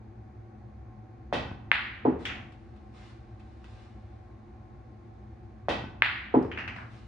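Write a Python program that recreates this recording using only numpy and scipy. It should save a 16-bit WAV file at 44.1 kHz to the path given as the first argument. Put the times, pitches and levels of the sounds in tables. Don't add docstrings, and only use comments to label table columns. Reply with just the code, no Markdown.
import sys
import numpy as np
from scipy import signal
from scipy.fft import rfft, irfft, next_fast_len
from scipy.io import wavfile
from scipy.ndimage import uniform_filter1d, minimum_filter1d

SR = 44100
rng = np.random.default_rng(int(sys.argv[2]) if len(sys.argv) > 2 else 0)


def wrap_up_sound(samples):
    columns = np.atleast_2d(samples).T
    tamed = np.clip(columns, -1, 1)
    steps = np.round(tamed * 32767).astype(np.int16)
    wavfile.write(sys.argv[1], SR, steps)


N = 311787

# start_s, level_db
CUE_STROKES = [(1.3266, 13.5), (5.6846, 14.5)]
# start_s, level_db
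RAIL_HITS = [(2.0514, -4), (6.3407, -1.5)]


def ball_clacks(focus_hz=2000, focus_width_hz=1400):
    # start_s, level_db
    collisions = [(1.7161, 23.5), (6.0216, 24.5)]
    # frequency_hz, level_db
    ball_spectrum = [(100, -39), (450, -30.5), (800, -11.5), (1300, -8.5), (1900, -2.5), (2500, -5.5),
                     (3300, -12), (4300, -21), (5000, -31), (5800, -46), (8000, -52), (10500, -50),
                     (12000, -62.5), (16000, -63.5)]
    # frequency_hz, level_db
    reaction_spectrum = [(100, -8.5), (400, -7), (800, 7), (1300, -19), (2500, -23), (5000, -21.5),
                         (9000, -37.5), (14000, -59.5)]
    # delay_s, left_gain, right_gain
    echoes = [(.0008, .1, .06), (.0019, .3, 0.14), (.0033, .06, 0.099), (.0064, .09, 0.043),
              (.0097, 0.1, 0.12), (.0121, 0.06, 0.099), (.0242, 0.033, .11), (.0328, 0.085, .12),
              (.0374, .11, .05), (.04, .06, .12)]
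    slate_delay_s = .0012
    pulse = impact_pulse(ball_spectrum)
    midband = signal.lfilter(*signal.iirpeak(focus_hz, focus_hz / focus_width_hz, SR), pulse)
    knock = amp(-17.5) * np.roll(impact_pulse(reaction_spectrum), round(slate_delay_s * SR))
    crack = amp(5) * midband + knock
    near = direct_path(lag_s=.0001, side_db=-0.9, echoes=echoes)
    room = amp(-4.2) * reverberation(build_s=.009, decay_scale=1.1)
    return at_times(collisions, propagate(crack, near) + propagate(pulse, room))


def cue_strokes():
    # frequency_hz, level_db
    tip_spectrum = [(100, -10), (250, -48), (400, -1), (600, 12), (900, 3.5), (1300, -4.5), (2000, -9.5),
                    (3500, -41), (6000, -52), (10000, -62), (15000, -78)]
    knock = amp(-4.5) * propagate(impact_pulse(tip_spectrum), direct_path(lag_s=.00013, side_db=-1.0))
    ring = amp(-1) * propagate(cue_shaft(), reverberation(build_s=.005, decay_scale=0.82))
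    return at_times(CUE_STROKES, knock + ring)


def cue_shaft(crack_db=0, size=4096):
    # frequency_hz, level_db
    crack_spectrum = [(60, -12.5), (130, 0.5), (350, 0), (500, 2), (800, 5), (1250, -6), (1700, -10.5),
                      (3500, -11), (5000, -23.5), (7000, -35), (10000, -40), (12000, -66.5), (16000, -75)]
    # pitch_hz, level_db, t60_s
    modes = [(820, -45, 0.17), (1516, -43, 0.12), (1892, -48, 0.039), (1945, -41, 0.054),
             (2620, -34.5, 0.031), (3120, -41, 0.045), (3460, -46, .05), (3770, -46.5, 0.035),
             (4600, -53.5, 0.099), (5200, -54, 0.059), (5580, -63, 0.046)]
    t = np.arange(size) / SR
    ring = sum(amp(db - 60 * t / t60) * np.sin(2 * np.pi * hz * t) for hz, db, t60 in modes)
    cushioned = signal.sosfilt(signal.butter(2, 6000, fs=SR, output="sos"), ring)
    return amp(crack_db) * impact_pulse(crack_spectrum) + amp(-7.5) * cushioned


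def rail_thuds():
    # pitch_hz, level_db, swell_s, t60_s
    modes = [(76.1, -37.5, 0.13, 0.72), (133, -29, 0.036, 0.24), (235.3, -16.5, 0.018, 0.017),
             (254.1, -13, 0.041, 0.12), (318.3, -17.5, 0.037, 0.14), (398.6, -28.5, 0.069, 0.14),
             (430.3, -12, 0.00092, 0.12), (459, -25.5, 0.0059, 0.44), (657, -40, 0.00097, 0.1),
             (711, -14.5, 0.00067, 0.044), (845, -20, 0.0045, 0.13), (1000, -24, 0.011, 0.11),
             (1070, -42, .0045, 0.21)]
    # frequency_hz, level_db
    rail_spectrum = [(50, -49.5), (120, -8.5), (260, 0), (450, -1), (600, -6.5), (900, -8), (1300, -22.5),
                     (2000, -32.5), (3500, -47), (6000, -63), (10000, -75.5), (16000, -66.5)]
    t = np.arange(SR // 2) / SR
    ring = 0
    for hz, db, swell_s, t60 in modes:
        rise = np.sin(np.pi / 2 * np.minimum(t / swell_s, 1)) ** 2
        fall = amp(db - 60 * np.maximum(t - swell_s, 0) / t60)
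        ring -= rise * fall * np.sin(2 * np.pi * hz * t)
    near = direct_path(lag_s=0.00026, side_db=-0.5)
    woodwork = amp(21) * reverberation(build_s=.003, decay_scale=.2)
    room = amp(26) * reverberation(build_s=0.0082, decay_scale=0.87)
    thud = propagate(impact_pulse(rail_spectrum), amp(13.5) * near + woodwork + room)
    return at_times(RAIL_HITS, propagate(ring, near)) + at_times(RAIL_HITS, thud)


def pocket_drops():
    # start_s, level_db, treble_db, pitch_ratio
    knocks = [(2.2537, 1, 4, 1.17), (2.256, -1.5, 2, 1.26), (2.2949, -4, -14, 1.1), (2.3001, -1, -10, 1.02),
              (2.356, -14, 9, 0.93), (6.424, -43, 22, 1.88), (6.5158, -2, -10.5, 1.09),
              (6.5751, 3, -11, 0.98), (6.5871, 0.5, -3.5, 0.98), (6.678, 0.5, -2.5, 1.01),
              (6.763, -6.5, 7, 0.84), (6.786, -4.5, 5, 0.59)]
    # frequency_hz, level_db
    knock_spectrum = [(100, -20.5), (500, -15.5), (1100, -6.5), (1800, 1), (2200, -1), (2850, -1),
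                      (3300, -15.5), (3900, -19), (4700, -21), (6000, -27), (8000, -43.5), (10000, -38.5),
                      (12000, -80.5)]
    out = np.zeros((2, N))
    near = amp(-4) * direct_path(lag_s=.0001, side_db=1)
    for start_s, db, treble_db, pitch_ratio in knocks:
        cavity = amp(-4) * reverberation(build_s=0.0005, decay_scale=0.04)
        room = amp(2.14) * reverberation(build_s=0.0022, decay_scale=0.77)
        pulse = impact_pulse(knock_spectrum, treble_db, pitch_ratio)
        mix_in(out, start_s, amp(db) * propagate(pulse, near + cavity + room))
    return out


def rolling_balls(skid_s=0.13, skid_db=-42.5, roll_db=-53.5):
    # frequency_hz, level_db
    slate_spectrum = [(30, -19.5), (70, 3.5), (120, 1.5), (170, -5.5), (260, -2.5), (450, -19),
                      (800, -10.5), (1500, -24), (4000, -48.5), (9000, -90.5)]
    # start_s, length_s, level_db
    settling = [(2.19, 0.19, -44), (6.48, 0.32, -45.5)]
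    # start_s, level_db
    bumps = [(1.515, -3.5), (2.158, -7), (5.781, -17), (5.841, -9), (6.449, -2)]
    runs = list(settling)
    for (struck_s, _), (pocketed_s, _) in zip(CUE_STROKES, RAIL_HITS):
        runs += [(struck_s, skid_s, skid_db), (struck_s, pocketed_s - struck_s, roll_db)]
    motion = motion_envelope(runs, rise_s=0.022, fall_db_per_s=100.5)
    rumble = unit_rms(shaped_noise(lambda hz: amp(curve_at(slate_spectrum, hz)))) * motion
    near = amp(13) * direct_path(lag_s=.0001, side_db=2)
    room = amp(-3.5) * reverberation(build_s=0.004, decay_scale=0.32)
    return rumble + at_times(bumps, propagate(impact_pulse(slate_spectrum), near + room))


def player():
    # start_s, length_s, level_db
    slides = [(2.17, 0.065, -72), (2.3, 1.87, -89.5), (2.916, 0.17, -76.5), (3.392, 0.31, -94.5),
              (3.64, 0.2, -82.5), (4.2, 1.4, -94.5), (6.72, .35, -83.5), (6.882, 0.076, -80)]
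    # frequency_hz, level_db
    cloth_spectrum = [(200, -13.5), (1000, 6.5), (2600, -1), (4200, -4), (5200, -9), (6500, -14),
                      (8000, -17), (10000, -20.5), (12000, -51)]
    # start_s, level_db
    taps = [(1.52, -24.5), (2.521, -20.5), (2.762, -27.5), (3.396, -22.5), (3.642, -16), (3.746, -30)]
    motion = motion_envelope(slides, rise_s=0.031, fall_db_per_s=202)
    swish = unit_rms(shaped_noise(lambda hz: amp(curve_at(cloth_spectrum, hz))))[0] * motion
    out = amp(14.5) * propagate(swish, reverberation(build_s=0.0016, decay_scale=0.55))[:, :N]
    tap = cue_shaft(crack_db=-5.5) + amp(-10.5) * impact_pulse(cloth_spectrum)
    for start_s, db in taps:
        mix_in(out, start_s, amp(db) * propagate(tap, reverberation(build_s=0.00042, decay_scale=0.28)))
    return out


def ventilation():
    # frequency_hz, density_db
    air_spectrum = [(20, -101.5), (52, -78), (100, -72.5), (150, -93.5), (330, -90.5), (480, -89.5),
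                    (680, -90.5), (950, -99), (1500, -99), (2300, -105), (2900, -115.5), (4400, -116),
                    (7500, -130), (10500, -133), (12000, -147)]
    # pitch_hz, width_hz, density_db
    resonances = [(63.94, 13, -65), (110.8, 16.8, -64), (211.7, 16, -70.5), (243, 22, -78),
                  (323, 27, -77.5), (350.7, 19, -75), (752.3, 26, -78), (842.5, 78, -88.5),
                  (1062, 7, -81.5), (1124, 8.2, -85), (2450, 25, -106), (6400, 470, -120)]

    def gain(hz):
        peaks = sum(amp(db) ** 2 / (1 + 2 * ((hz - f) / width) ** 2) ** 2 for f, width, db in resonances)
        power_density = amp(curve_at(air_spectrum, hz)) ** 2 + peaks
        return np.sqrt(power_density * SR / 2)
    return shaped_noise(gain) * amp([[.3], [-.3]])


def impact_pulse(spectrum, treble_db=0, pitch_ratio=1, size=4096):
    hz = abs(np.fft.fftfreq(size, 1 / SR))
    shelf_db = treble_db * hz ** 4 / (hz ** 4 + 4200 ** 4)
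    log_gain = np.log(amp(curve_at(spectrum, hz / pitch_ratio) + shelf_db))
    return np.fft.ifft(np.exp(np.conj(signal.hilbert(log_gain)))).real


def motion_envelope(movements, rise_s, fall_db_per_s):
    envelope = np.zeros(N)
    for start_s, length_s, db in movements:
        age = np.arange(N) / SR - start_s
        swell = np.sin(np.pi / 2 * np.clip(age / rise_s, 0, 1)) ** 2
        envelope += swell * amp(db - fall_db_per_s * np.maximum(age - length_s, 0))
    return envelope


def direct_path(lag_s, side_db, echoes=()):
    path = np.zeros((2, SR))
    path[0, round(lag_s * SR)] = amp(side_db / 2)
    path[1, 0] = amp(-side_db / 2)
    for delay_s, left, right in echoes:
        path[:, round(delay_s * SR)] += left, right
    return path


def reverberation(build_s, decay_scale):
    # frequency_hz, t60_s
    room_decay = [(100, 0.38), (300, 0.69), (700, 0.39), (1400, 0.71), (2500, 0.64), (4000, 0.58),
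                  (7000, 0.55), (12000, 0.21)]
    t = np.arange(SR) / SR
    density = np.minimum(.03 + t * 1.5, 1)
    reflections = rng.choice([-1., 1.], (2, SR)) * (rng.random((2, SR)) < density) / np.sqrt(density)
    hz, frame_s, spectra = signal.stft(reflections, SR, nperseg=256)
    t60 = decay_scale * curve_at(room_decay, hz[:, None])
    spectra = correlated_pair(spectra, hz[:, None]) * amp(-60 * frame_s / t60)
    tail = signal.istft(spectra, SR, nperseg=256)[1][:, :SR] * (1 - np.exp(-t / build_s))
    return tail / np.sqrt(np.sum(tail ** 2) / 2)


def correlated_pair(spectra, hz):
    # frequency_hz, correlation
    coherence = [(60, 1), (150, 0.91), (350, 0.81), (600, 0.26), (1100, 0.13), (2000, 0.51), (4000, 0.22),
                 (10000, 0.21)]
    angle = np.arccos(np.clip(curve_at(coherence, hz), -1, 1)) / 2
    mid, side = np.cos(angle) * spectra[0], np.sin(angle) * spectra[1]
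    return np.array([mid + side, mid - side])


def shaped_noise(gain):
    size = next_fast_len(N)
    hz = np.fft.rfftfreq(size, 1 / SR)
    white = rfft(rng.standard_normal((2, size)))
    return irfft(correlated_pair(white, hz) * gain(hz))[:, :N]


def propagate(sound, path):
    return signal.fftconvolve(sound[None], path, axes=1)


def at_times(events, sound):
    out = np.zeros((2, N))
    for start_s, db in events:
        mix_in(out, start_s, amp(db) * sound)
    return out


def mix_in(mix, start_s, sound):
    part = mix[:, round(start_s * SR):][:, :sound.shape[1]]
    part += sound[:, :part.shape[1]]


def curve_at(points, hz):
    frequencies, values = np.transpose(points)
    return np.interp(np.log(hz + 1), np.log(frequencies), values)


def unit_rms(x):
    return x / np.sqrt(np.mean(x ** 2))


def amp(db):
    return 10 ** (np.asarray(db) / 20)


def scene():
    shots = cue_strokes() + ball_clacks() + rail_thuds() + pocket_drops() + rolling_balls()
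    return shots + player() + ventilation()


def record(dry, bass_hz=36, ceiling=.92, edge_hz=15800):
    thinned = signal.sosfilt(signal.butter(2, bass_hz, "highpass", fs=SR, output="sos"), dry)
    allowed_gain = ceiling / np.maximum(abs(thinned).max(0), ceiling)
    limited = thinned * uniform_filter1d(minimum_filter1d(allowed_gain, size=121), size=61)
    lowpass = signal.firwin(255, edge_hz, window=("kaiser", 9), fs=SR)
    return signal.oaconvolve(limited, lowpass[None], "same")


dry = scene()
out = record(dry)
wrap_up_sound(out)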